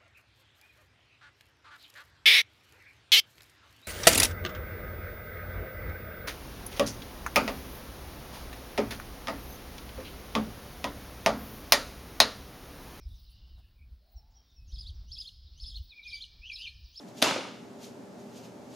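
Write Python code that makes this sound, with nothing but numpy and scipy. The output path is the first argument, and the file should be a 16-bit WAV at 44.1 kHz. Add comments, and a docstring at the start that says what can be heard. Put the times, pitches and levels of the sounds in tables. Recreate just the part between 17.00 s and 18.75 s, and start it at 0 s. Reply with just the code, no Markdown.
"""A paper bag of coffee beans is set down close by on a wooden kitchen counter.
One edge touches, then the base slaps down: the impact excites the damped modes of wood and bag.
Colliding beans rattle to rest, the paper crackles under load and the bag rocks with a few soft knocks.
The kitchen reverberates briefly. An appliance hums, and faint rustles come before and after."""
import sys
import numpy as np
from scipy import signal
from scipy.fft import rfft, irfft, next_fast_len
from scipy.io import wavfile
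from scipy.ndimage import map_coordinates

SR = 44100
rng = np.random.default_rng(int(sys.argv[2]) if len(sys.argv) > 2 else 0)


def generate_wav(sig):
    """Save sig (samples, or channels by samples) to the path in sys.argv[1] as 16-bit PCM at SR."""
    pcm = np.round(np.clip(np.atleast_2d(sig).T, -1, 1) * 32767).astype(np.int16)
    wavfile.write(sys.argv[1], SR, pcm)


N = 77175
T = np.arange(N) / SR

# the appliance's tones: (frequency [Hz], level [dB])
HUM_TONES = [(122, -66.5), (238, -58), (398.4, -57.5), (598, -61.5), (856, -67)]
# faint strokes on the bag: (peak time [s], level [dB], 20 dB rise [s], 20 dB fall [s])
RUSTLES = [(.015, -61.5, .06, .07), (.086, -59, .025, .055), (.183, -49, .04, .14), (.843, -48, .06, .08),
           (1.195, -62, .04, .14), (1.376, -53, .08, .07), (1.447, -56, .04, .085), (1.74, -57, .1, .15)]
# the base meets the wood: (time [s], click level [dB], crackle level [dB], crackle t60 [s])
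SLAPS = [(0.2184, -28, -25.5, 0.021), (0.2201, -14, -29, .016), (0.2235, -8.5, -19.5, 0.024),
         (0.2249, 4.5, -16.5, 0.031)]
# the weight lands, then the bag rocks: (time [s], ring level [dB], crunch level [dB])
KNOCKS = [(.2200, -32.5, -24.5), (.2245, -24, -38.5), (.2385, -34, -32), (.258, -38, -34),
          (.280, -30.5, -49), (0.2873, -30, -31), (0.31, -36, -27), (0.346, -38, -38),
          (.3615, -25.5, -33.5), (.448, -34, -39.5)]
# modes of counter and bag: (frequency [Hz], relative level [dB], t60 [s])
COUNTER_MODES = [(197, -19.5, 0.087), (267, -8.5, 0.087), (356, -14, 0.061), (525, -7.5, 0.061),
                 (564, -8.5, 0.045), (619, -12.5, 0.063), (769.6, -14, 0.1), (873, -25, 0.12),
                 (997, -18, 0.03), (1246, -4.5, .04), (1370, -10.5, .04)]
# cushioned pushes on the counter: (centre time [s], frequency [Hz], level [dB])
THUMPS = [(.228, 264, -23), (.279, 317, -29), (0.317, 185, -32.5), (0.383, 362, -32.5)]
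# the kitchen's reverberation time: (frequency [Hz], t60 [s])
ROOM_T60 = [(100, 0.4628), (500, 0.53), (2000, 0.68), (5000, 0.63), (9000, 0.6), (14000, 0.31)]

# spectra of the sources and the reverberation: (frequency [Hz], relative level [dB])
AIR_SPECTRUM = [(25, -31), (55, -33), (80, -18), (120, -7.5), (155, -7), (185, -1), (270, -1.5),
                (340, -5.5), (460, -7.5), (650, -9), (850, -13.5), (1100, -19), (1600, -22.5), (3000, -30),
                (5000, -31), (7000, -32.5), (8200, -36.5), (12000, -41), (15000, -44.5)]
RUSTLE_SPECTRUM = [(300, -26), (1700, -11), (2700, -1), (4500, -1), (7000, -2), (8000, -9.5), (12000, -11),
                   (15000, -19.5)]
ROOM_SPECTRUM = [(100, 3), (7000, -2), (11000, -4.5), (13000, -3.5)]
SLAP_SPECTRUM = [(50, -26), (130, -22), (260, -2), (600, 1.5), (1200, -3.5), (1900, -4), (3400, 2),
                 (5000, 0), (6600, -6), (7600, -20.5), (9500, -10.5), (12200, -13), (15000, -28)]
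CRUNCH_SPECTRUM = [(50, -32), (110, -1), (200, -11.5), (400, -9), (700, -0.5), (1250, 0.5), (1900, 1),
                   (3500, -10), (8000, -29), (15000, -43)]
BEAN_SPECTRUM = [(40, -32), (100, -19.5), (240, -6.5), (400, -1), (620, 1.5), (850, 0.5), (1250, -2.5),
                 (1700, -6.5), (2800, -2.5), (3600, -11), (5000, -24.5), (6800, -11), (8000, -16),
                 (10500, -30), (12500, -51), (15000, -47)]
CRUMPLE_SPECTRUM = [(60, -42), (300, -22), (1500, -16), (3200, 0.5), (5500, -10), (7000, -0.5), (8000, -15),
                    (10800, -13), (12500, -21), (15000, -27)]

# likeness of left and right; NEAR is for beans and paper: (frequency [Hz], coherence [0..1])
AIR_COHERENCE = [(30, 0.0889), (55, 1), (110, 0.81), (250, 0.93), (370, 0.53), (550, 0.71), (850, 0.55),
                 (1200, 0.44), (1900, 0.21), (3500, 0.52), (6800, 0.63), (8500, .33), (14000, 0.14)]
RUSTLE_COHERENCE = [(1500, 0.98), (3500, .82), (6800, 0.91), (8500, 0.56)]
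ROOM_COHERENCE = [(100, 0.9), (700, 0.85), (1800, 0.7), (6000, 0.91), (8500, .45), (13000, 0.42)]
SLAP_COHERENCE = [(100, 0.88), (6500, .97), (9000, 0.48)]
NEAR_COHERENCE = [(40, .3), (100, 0.8), (1000, 1), (2000, 0.98), (6500, .86), (8500, .62), (13000, .65)]


def amp(db):
    """Amplitude grows tenfold for every 20 dB."""
    return 10 ** (np.asarray(db) / 20)


def unit_rms(x):
    """Normalisation to unit mean power."""
    return x / np.sqrt(np.mean(x ** 2) + 1e-20)


def curve_at(points, hz):
    """Interpolation of (frequency, value) points on a logarithmic frequency axis."""
    freqs, values = np.transpose(points)
    return np.interp(np.log(hz + 1), np.log(freqs + 1), values)


def filtered(x, response):
    """Linear filtering multiplies the spectrum by a frequency response."""
    size = next_fast_len(N + SR // 2)
    return irfft(rfft(x, size) * response(np.fft.rfftfreq(size, 1 / SR)), size)[..., :N]


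def coloured(x, spectrum, size=4096):
    """Convolution with a minimum-phase response of unit energy imposes a spectral shape."""
    cepstrum = irfft(np.log(amp(curve_at(spectrum, np.fft.rfftfreq(size, 1 / SR)))))
    cepstrum[1:size // 2] *= 2  # folding onto positive time makes the filter causal
    cepstrum[size // 2 + 1:] = 0
    response = irfft(np.exp(rfft(cepstrum)))
    return signal.fftconvolve(x, response[None] / np.linalg.norm(response), axes=1)[:, :N]


def stereo(pair, coherence):
    """Mid-side mixing gives two independent signals the stated left-right coherence."""
    def weights(hz):
        angle = np.arccos(np.clip(curve_at(coherence, hz), -1, 1)) / 2
        return np.array([np.cos(angle), np.sin(angle)])
    mid, side = filtered(pair, weights)
    return np.array([mid + side, mid - side])


def wobble(per_s):
    """Slow random modulation: a spline through Gaussian values."""
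    return map_coordinates(rng.standard_normal(int(N * per_s / SR) + 4), [T * per_s])


def ticks(per_s, spread_db):
    """Shot noise: two independent streams of tiny random contacts, at unit rms."""
    strength = rng.choice([-1, 1], (2, N)) * amp(spread_db * rng.standard_normal((2, N)))
    return unit_rms(strength * (rng.random((2, N)) < per_s / SR))


def decay(start, t60):
    """Exponential damping: from its start the envelope loses 60 dB every t60 seconds."""
    return (T >= start) * amp(-60 * np.abs(T - start) / t60)


def appliance_hum(air_db=-47.5):
    """Broadband air noise underlies tones with slight amplitude and phase modulation."""
    air = unit_rms(stereo(coloured(rng.standard_normal((2, N)), AIR_SPECTRUM), AIR_COHERENCE))
    tones = np.zeros(N)
    for hz, db in HUM_TONES:
        peak = np.sqrt(2) * amp(db + 1.07 * wobble(per_s=6.06))
        tones += peak * np.sin(2 * np.pi * hz * T + 0.27 * wobble(per_s=4.65))
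    return amp(air_db) * air + tones


def rustles(room_db=-15):
    """Sliding friction, as of fingers or a sleeve on the bag: dense tiny contacts merge into swishes."""
    strokes = sum(amp(db - 20 * np.maximum((peak - T) / rise, (T - peak) / fall))
                  for peak, db, rise, fall in RUSTLES)
    grain = coloured(ticks(per_s=9200, spread_db=1), RUSTLE_SPECTRUM)
    swish = strokes * unit_rms(stereo(grain, RUSTLE_COHERENCE))
    return swish + amp(room_db) * kitchen_reverb(swish)


def kitchen_reverb(x, delay_s=0.005):
    """Diffuse reflections form a noise tail in which each frequency decays at its own rate."""
    hz, age, noise = signal.stft(rng.standard_normal((2, SR)), SR, nperseg=256)
    tail_db = curve_at(ROOM_SPECTRUM, hz)[:, None] - 60 * age / curve_at(ROOM_T60, hz)[:, None]
    _, tail = signal.istft(noise * amp(tail_db), SR, nperseg=256)
    tail *= np.arange(tail.shape[1]) / SR > delay_s
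    tail /= np.linalg.norm(tail[0])
    reflections = signal.fftconvolve(x.mean(axis=0)[None], tail, axes=1)[:, :N]
    return stereo(reflections, ROOM_COHERENCE)


def base_slap(room_db=0.2):
    """Brief impacts are broadband: the stiff base clicks and crackles, and the clicks excite the room."""
    impulses, strain = np.zeros((1, N)), np.zeros(N)
    for start, click_db, crackle_db, t60 in SLAPS:
        impulses[0, round(start * SR)] += amp(click_db)
        strain += amp(crackle_db) * decay(start, t60)
    clicks = coloured(impulses, SLAP_SPECTRUM)
    crackle = stereo(coloured(strain * rng.standard_normal((2, N)), SLAP_SPECTRUM), SLAP_COHERENCE)
    return clicks + crackle + amp(room_db) * kitchen_reverb(clicks)


def counter_knocks(rise_s=0.00058, crunch_t60_s=0.044):
    """Modal vibration: each shift of weight rings counter and bag, with a dull crunch of beans."""
    ring, force = np.zeros(N), np.zeros(N)
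    for start, ring_db, crunch_db in KNOCKS:
        age = np.maximum(T - start, 0)
        attack = 1 - np.exp(-age / rise_s)
        for hz, mode_db, t60 in COUNTER_MODES:
            detuned_hz = hz * (1 + rng.normal(0, 0.022))
            swing = np.sin(2 * np.pi * (detuned_hz * age + rng.random()))
            gain = amp(ring_db + mode_db + 2 * rng.standard_normal())
            ring += gain * attack * decay(start, t60) * swing
        force += amp(crunch_db) * decay(start, crunch_t60_s)
    crunch = coloured(force * ticks(per_s=6000, spread_db=0), CRUNCH_SPECTRUM)
    return ring + stereo(crunch, NEAR_COHERENCE)


def bean_rattle(start, level_db=-29, rise_s=0.0029, hold_s=0.047, fall_db_per_s=190):
    """Inelastic collisions: hundreds of beans click against each other and the bag, losing energy."""
    age = T - start
    attack = np.clip(age / rise_s, 0, 1)
    motion = attack * amp(level_db - fall_db_per_s * np.maximum(age - hold_s, 0))
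    collisions = motion * ticks(per_s=2200, spread_db=4)
    return stereo(coloured(collisions, BEAN_SPECTRUM), NEAR_COHERENCE)


def paper_crumple(start, level_db=-33, fall_db_per_s=230):
    """Buckling: the paper wall crackles in small, uneven snaps as it takes the load."""
    strain = (T > start) * amp(level_db - fall_db_per_s * np.abs(T - start))
    snaps = strain * ticks(per_s=1100, spread_db=5.5)
    return stereo(coloured(snaps, CRUMPLE_SPECTRUM), NEAR_COHERENCE)


def counter_thumps(half_width_s=0.0051):
    """A cushioned force holds only low frequencies: the weight drives the counter through a few swings."""
    return sum(amp(db) * np.exp(-((T - centre) / half_width_s) ** 2)
               * np.sin(2 * np.pi * hz * (T - centre)) for centre, hz, db in THUMPS)


def scene(load_s=0.225, room_db=-7, low_cut_hz=36):
    """Superposition of the landing, which radiates little deep bass, the rustles and the hum."""
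    settling = counter_knocks() + bean_rattle(load_s) + paper_crumple(load_s)
    landing = base_slap() + counter_thumps() + settling + amp(room_db) * kitchen_reverb(settling)
    low_cut = signal.butter(2, low_cut_hz, "high", fs=SR, output="sos")
    return signal.sosfilt(low_cut, landing) + rustles() + appliance_hum()


def record(dry):
    """Band limiting: an ideal low-pass filter removes the highest treble."""
    return filtered(dry, lambda hz: hz < 15450)


dry = scene()
out = record(dry)
generate_wav(out)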